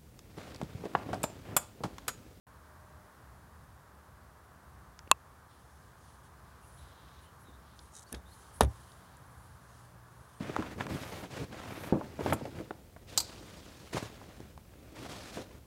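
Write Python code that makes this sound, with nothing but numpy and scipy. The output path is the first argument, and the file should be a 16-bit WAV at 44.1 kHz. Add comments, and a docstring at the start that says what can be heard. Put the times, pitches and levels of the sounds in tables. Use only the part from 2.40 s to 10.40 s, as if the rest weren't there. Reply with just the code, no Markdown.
"""Faint wind blows over a field, then a small hard casing clicks sharply beside a parked off-road vehicle.
A sleeve rustles and fingers tap as a hand swings a metal wiper arm over on its rubbing pivot.
The hinge knocks, then the spring claps the arm onto the windscreen: steel rattles and the glass booms.
A small bird chirps and far traffic hums behind it all."""
import sys
import numpy as np
from scipy import signal
from scipy.fft import rfft, irfft, next_fast_len
from scipy.io import wavfile
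from scipy.ndimage import uniform_filter1d, map_coordinates

SR = 44100
rng = np.random.default_rng(int(sys.argv[2]) if len(sys.argv) > 2 else 0)


def dump_mix(stems):
    """Bounce the given channels to the path in sys.argv[1] as a 16-bit WAV at rate SR."""
    frames = np.atleast_2d(stems).T  # one column per channel
    limited = np.clip(frames, -1, 1)  # hard clip at full scale
    pcm = np.round(limited * 32767).astype(np.int16)
    wavfile.write(sys.argv[1], SR, pcm)


N = 352800
TIME = np.arange(N) / SR  # seconds into the scene
AGE = np.arange(SR // 2) / SR  # seconds since a hit
# The bright tone of a tick on steel. Each row: frequency in Hz, relative level in dB.
STEEL_TONE = [(500, -28), (2500, -18), (3500, -12), (4900, -20), (6200, -5), (7400, -20.5), (8800, 0.5),
              (10000, 1.5), (11300, -5), (12200, -15.5), (14000, -26.5), (15500, -24)]


def click(tick_db=-42, touch_db=-37, touch_hz=260):
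    """A dull touch, then one hard snap that makes a small casing ring close by."""
    # The casing's notes. Each row: pitch in Hz, level in dB, fade time in seconds.
    casing_notes = [(329, -6, 0.0029), (645, -14, 0.0092), (1065, -6, 0.023), (1874, -8, 0.0029),
                    (2270, -15.5, 0.0034), (2640, -13.5, 0.025), (3353, -3, 0.0034), (4150, 0.5, 0.0024),
                    (4696, -17.5, 0.0062), (6091, -16.5, 0.0035), (7300, 2.5, 0.0024), (9937, -7.5, 0.0049),
                    (12723, -6.5, 0.002)]
    out = np.zeros(N)
    add(out, 2.6753, ring([(touch_hz, touch_db, .008)], attack_s=.0002))
    # neighbouring notes swing in opposite directions
    ringing = ring(casing_notes[::2], attack_s=0.00022) - ring(casing_notes[1::2], attack_s=0.00048)
    snap = signal.sosfilt(signal.butter(3, 13500, fs=SR, output="sos"), ringing)
    tick = amp(tick_db) * noise(STEEL_TONE, size=len(AGE)) * fade(0.022)
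    add(out, 2.7144, snap + tick)
    return out


def wiper(push_hz=690):
    """Each hit of the arm gives a blunt push, a steel tick and a rattle, and sets the glass swinging."""
    # The hits. Each row: start in seconds, then levels in dB of the push, glass, rattle and tick.
    hits = [(5.7237, -52, -23.5, -60, -43), (5.7272, -60, -22, -60, -27.5), (5.7445, -43, -34, -41, -54),
            (6.2071, -36, -45.5, -48, -41), (6.2085, -4.3, -0.5, -21.5, -15),
            (6.2125, -24.5, -43, -31.5, -31), (6.2338, -64, -42.5, -39, -32),
            (6.2472, -48, -33.5, -46.5, -44)]
    # Notes of the windscreen and the panel below. Each row: pitch in Hz, level in dB, fade in seconds.
    screen_notes = [(185, -38, 0.07), (228, -19.5, 0.093), (325, -54, 0.15), (399, -39, 0.13),
                    (454, -25, 0.087), (524, -32, 0.05), (645, -27.5, 0.084), (744, -35, .08),
                    (802, -41, 0.28), (930, -36, .06), (1530, -25, 0.036), (1750, -22, 0.032),
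                    (3760, -29, 0.039)]
    # Deep notes of the whole pane and cabin. Each row: pitch in Hz, level in dB, swell time in seconds.
    boom_notes = [(67.5, -22.5, 0.037), (106.6, -32, 0.0446), (136.5, -33, 0.037)]
    out = np.zeros(N)
    u = np.pi * (push_hz * AGE - .62)
    push = (2 * u ** 2 - 1) * np.exp(-u ** 2)  # one short pulse of pressure
    # the heavy pane takes a few cycles to reach full swing
    boom = sum(amp(db) * AGE / swell * np.exp((1 - (AGE / swell) ** 2) / 2)
               * np.sin(2 * np.pi * hz * AGE) for hz, db, swell in boom_notes)
    pane = boom + ring(screen_notes, attack_s=0.0028)
    for start, push_db, pane_db, rattle_db, tick_db in hits:
        tick = noise(STEEL_TONE, size=len(AGE)) * fade(0.0085) * rise(0.0001)
        hit = amp(push_db) * push + amp(pane_db) * pane + amp(rattle_db) * rattle() + amp(tick_db) * tick
        add(out, start, hit)
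    return out


def rattle():
    """The many close notes of arm and blade blur into noise; the low ones last longest."""
    # The rattle's tone. Each row: frequency in Hz, relative level in dB.
    rattle_tone = [(60, -6), (200, 3), (600, 1), (900, -2), (1500, -7.5), (2100, -7), (2500, -10.5),
                   (3600, -5.5), (4200, -12.5), (5200, -18.5), (6300, -14.5), (7500, -25), (10000, -21),
                   (13000, -28), (16000, -41)]
    # How long it rings. Each row: frequency in Hz, fade time in seconds.
    fade_times = [(200, 0.18), (1000, 0.087), (3500, 0.046), (10000, 0.084), (15000, .035)]
    hz, t, bands = signal.stft(noise(rattle_tone, size=len(AGE)), SR, nperseg=256)
    tail = signal.istft(bands * fade(along(fade_times, hz)[:, None], t), SR, nperseg=256)[1]
    return tail[:len(AGE)] * rise(0.00043)


def taps(width_octaves=0.7):
    """Fingers and fittings touch lightly: each tap is a short burst of noise around one pitch."""
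    # Each row: start in seconds, level in dB, pitch in Hz, fade time in seconds.
    touches = [(2.5913, -38.5, 4550, 0.0048), (2.592, -45.5, 1120, 0.022), (2.6758, -51, 2400, .007),
               (5.085, -54.5, 250, 0.14), (5.391, -46.5, 4360, 0.023), (5.5522, -42.5, 7000, .008),
               (5.566, -44, 6960, 0.0069), (5.5938, -41.5, 6750, 0.0089), (5.6297, -53, 6500, 0.019),
               (5.691, -60, 6000, .015), (5.723, -39, 218, 0.049), (5.74, -38, 250, .05),
               (5.7434, -40.5, 1930, 0.016), (5.747, -40, 4420, 0.012), (6.519, -57.5, 4200, 0.022),
               (6.77, -50.5, 9600, 0.0073)]
    out = np.zeros(N)
    for start, db, hz, fade_s in touches:
        band = lambda f: 1 / (1 + (np.log2((f + 1) / hz) / width_octaves) ** 2) ** 2
        burst = filtered(rng.standard_normal(len(AGE)), band)
        add(out, start, amp(db) * unit(burst) * fade(fade_s))
    return signal.sosfilt(signal.butter(6, 11000, fs=SR, output="sos"), out)


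def sleeve(reach_s=2.95, rustle_db=-81):
    """Cloth rustles once the hand reaches in, and brushes and swishes with each move."""
    # Soft brushes and thin, bright swishes. Each row: start in seconds, length in seconds, level in dB.
    brushes = [(3.05, 0.53, -74), (3.57, 0.25, -70), (3.83, 0.054, -68), (4.22, 0.3, -72),
               (5.35, 0.16, -68), (5.66, 0.13, -66.5), (5.87, 0.35, -66), (6.27, 0.29, -65),
               (6.48, 0.23, -70.5), (6.95, 0.29, -72), (7.2, 0.35, -69), (7.66, 0.92, -69.5)]
    swishes = [(4.19, 0.34, -68), (4.81, 0.062, -67), (4.99, 0.077, -68), (5.36, .13, -71),
               (5.86, 0.2, -68), (6.124, 0.087, -60.5), (6.796, 0.39, -73.5)]
    # Their tones. Each row: frequency in Hz, relative level in dB.
    cloth_tone = [(1500, -31), (3000, -0.5), (4200, -2), (5200, -3), (6500, -2), (8000, -3.5), (10300, 1.5),
                  (11500, -10), (12800, -18), (16000, -25)]
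    swish_tone = [(2500, -30), (7000, -15), (8500, -12), (10300, -3), (11400, -8), (12500, -23.5),
                  (16000, -29)]
    rustle = amp(rustle_db) * np.clip((TIME - reach_s) / .2, 0, 1)
    movement = np.hypot(rustle, strokes(brushes, skew=0.95, fullness=0.47))
    cloth = friction(cloth_tone, grain_db=1.1, grains_per_s=120, patchy_db=1.7)
    swish = friction(swish_tone, grain_db=1.7, grains_per_s=90, patchy_db=2.5)
    return movement * cloth + strokes(swishes, skew=0.8, fullness=.95) * swish


def pivot():
    """The wiper arm rubs dryly on its pivot as it is gripped and turned."""
    # Each row: start in seconds, length in seconds, level in dB.
    rubs = [(3.08, 0.12, -74), (4.04, .17, -76.5), (4.37, 0.52, -66.5), (5.22, .16, -73), (6.0, 0.089, -74),
            (6.55, 0.23, -72.5)]
    # The pivot's tone. Each row: frequency in Hz, relative level in dB.
    pivot_tone = [(1500, -20), (2600, -11), (3300, -5), (3800, -2), (4500, -9.5), (6500, -17.5),
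                  (7800, -26), (16000, -37)]
    rubbing = friction(pivot_tone, grain_db=1.5, grains_per_s=70, patchy_db=1.5)
    return strokes(rubs, skew=0.88, fullness=.25) * rubbing


def fingers():
    """Skin sticks and slips along the wiper arm, pressing harder until it lets go."""
    # Each row: start in seconds, length in seconds, level in dB.
    slides = [(5.51, 0.11, -56.5), (5.617, 0.023, -55)]
    # The tone of sliding skin. Each row: frequency in Hz, relative level in dB.
    skin_tone = [(2500, -17), (3800, -4), (4700, -13), (5700, -3), (7900, -2), (9000, -6), (11000, -6),
                 (12500, -28), (16000, -41)]
    scraping = friction(skin_tone, grain_db=4.5, grains_per_s=500, patchy_db=2.5)
    return strokes(slides, skew=1.25, fullness=0.63) * scraping


def bird(echo_db=-7, rasp_hz=140):
    """A small bird sings short, gliding, slightly raspy chirps, smeared by the distance."""
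    # Each row: start in seconds, length in seconds, first and last pitch in Hz, level in dB.
    chirps = [(4.22, 0.036, 2810, 2770, -71), (4.373, .06, 4080, 3800, -66), (4.82, .09, 2980, 3100, -67),
              (5.044, 0.076, 3980, 3560, -66), (5.117, 0.056, 3550, 3860, -67),
              (5.529, 0.07, 3940, 3680, -65), (5.66, 0.037, 4280, 4800, -62), (5.755, .03, 3880, 3700, -64),
              (5.849, 0.059, 3550, 3890, -64.5), (5.909, 0.036, 3940, 4650, -63)]
    song = np.zeros(N)
    for start, length, first_hz, last_hz, db in chirps:
        progress = np.clip((TIME - start) / length, 0, 1)
        hz = first_hz + (last_hz - first_hz) * progress + rasp_hz * wobble(600)
        song += amp(db) * np.sin(np.pi * progress) * np.sin(2 * np.pi * np.cumsum(hz) / SR)
    tail = rng.standard_normal(len(AGE)) * fade(.2)
    echo = signal.fftconvolve(song, tail / np.linalg.norm(tail))[:N]
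    return song + amp(echo_db) * echo


def wind(air_boost_db=2.2, rumble_db=-59):
    """One breeze drives an even rush of air and an uneven low rumble."""
    # The breeze's strength. Each row: time in seconds, level in dB.
    breeze = [(0.2, -61), (1, -61), (1.5, -62.0), (2.1, -61.5), (3.3, -63), (4.55, -60.5), (5.5, -62),
              (6.6, -60), (7.1, -61.5), (7.9, -62)]
    # Tones of the rush and the rumble. Each row: frequency in Hz, relative level in dB.
    air_tone = [(76, -37.5), (130, -3), (187, -3), (211, -9), (328, -9), (554, -9.5), (601, -8.5),
                (651, -9), (1140, -4.5), (1340, -8.5), (1620, -9.5), (2150, -20), (2670, -24.5),
                (8070, -27.5), (9870, -26), (16000, -30.5)]
    rumble_tone = [(15, -57), (25, -33), (40, -13), (59, 1), (76, 2), (98, -5), (135, -5.5), (161, -14),
                   (216, -18.5), (260, -19), (340, -47), (570, -120)]
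    breeze_db = np.interp(TIME, *np.transpose(breeze))
    air = amp(breeze_db + air_boost_db + .3 * wobble(4.4)) * noise(air_tone)
    gust_db = 0.67 * (breeze_db - breeze_db.mean())  # the rumble only partly follows the breeze
    rumble = amp(rumble_db + gust_db + 1.8 * wobble(9.9)) * noise(rumble_tone)
    return air + rumble


def traffic(firing_hz=118.6, nearest_db=-59, nearest_s=7.4, pass_s=.7, whine_hz=610):
    """A far engine drones louder as it draws near; a thin whine drifts in and out."""
    # Each row: start in seconds, length in seconds, level in dB.
    whines = [(.2, 0.55, -66), (1.55, 0.34, -70)]
    nearness = 1 / np.hypot(1, (TIME - nearest_s) / pass_s)
    shaft_angle = np.pi * np.cumsum(firing_hz + 1.1 * wobble(5.3)) / SR  # two firings a turn
    hum = np.sin(2 * shaft_angle) + amp(-11) * np.sin(3 * shaft_angle)
    drone = nearness * amp(nearest_db + 1.8 * wobble(3.3)) * hum
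    whine = np.sin(2 * np.pi * np.cumsum(whine_hz + 2.5 * wobble(21.9)) / SR)
    return drone + strokes(whines, skew=0.88, fullness=0.48) * whine


def ring(notes, attack_s):
    """A struck object rings with fading notes; a longer attack gives a softer start."""
    ringing = sum(amp(db) * fade(fade_s) * np.cos(2 * np.pi * hz * AGE) for hz, db, fade_s in notes)
    return ringing * rise(attack_s)


def friction(tone, grain_db, grains_per_s, patchy_db):
    """Grainy rubbing noise of strength 1, whose tone shifts as the contact moves."""
    bands = signal.stft(noise(tone), nperseg=256)[2]
    patches = uniform_filter1d(rng.standard_normal(bands.shape), size=4, axis=0)  # smooth over pitch
    patches = uniform_filter1d(patches, size=50, axis=1)  # and over time
    shifting = signal.istft(bands * amp(patchy_db * unit(patches)), nperseg=256)[1][:N]
    return unit(shifting * amp(grain_db * wobble(grains_per_s)))


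def strokes(rows, skew, fullness):
    """One loudness arch per row: more skew makes it peak later, a lower fullness flattens its top."""
    arch = lambda progress: np.abs(np.sin(np.pi * np.clip(progress, 0, 1) ** skew)) ** fullness
    return np.sqrt(sum((amp(db) * arch((TIME - start) / length)) ** 2 for start, length, db in rows))


def noise(tone, size=N):
    """Noise of strength 1, shaped by a tone table."""
    return unit(filtered(rng.standard_normal(size), lambda hz: amp(along(tone, hz))))


def filtered(x, response):
    """Scale each frequency in x by the gain that response gives it."""
    size = next_fast_len(len(x) + SR // 4)
    hz = np.fft.rfftfreq(size, 1 / SR)
    return irfft(rfft(x, size) * response(hz), size)[:len(x)]


def along(points, hz):
    """Read between a table's rows of frequency and value, on a musical pitch scale."""
    frequencies, values = np.transpose(points)
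    return np.interp(np.log(hz + 1), np.log(frequencies + 1), values)


def wobble(rate):
    """A smooth curve through rate random points a second."""
    return map_coordinates(rng.standard_normal(int(N * rate / SR) + 4), [TIME * rate])


def rise(attack_s):
    """Climb from 0 towards 1, about two thirds of the way in attack_s seconds."""
    return 1 - np.exp(-AGE / attack_s)


def fade(fade_s, t=AGE):
    """Die away by 60 dB in the fade time."""
    return amp(-60 * t / fade_s)


def amp(db):
    """Turn decibels into a gain."""
    return 10 ** (np.asarray(db) / 20)


def unit(x):
    """Scale to an average strength (rms) of 1."""
    return x / np.sqrt(np.mean(x ** 2) + 1e-20)


def add(track, start_s, sound):
    """Mix a sound into the track at its start time."""
    part = track[round(start_s * SR):][:len(sound)]
    part += sound[:len(part)]


def scene():
    """All the sounds meet at one microphone."""
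    mix = click() + wiper() + taps() + sleeve() + pivot() + fingers() + bird() + wind() + traffic()
    return mix[None]


def record(dry, start_s=.068, bass_hz=42, top_hz=15900):
    """The microphone opens after a moment, flattens overloud peaks and drops deep bass and top treble."""
    sound = np.clip(dry[0] * (TIME > start_s), -1, 1)
    low_cut = lambda hz: 1 - 1 / (1 + (hz / bass_hz) ** 8)
    return filtered(sound, lambda hz: low_cut(hz) * (hz < top_hz))[None]


dry = scene()
out = record(dry)
dump_mix(out)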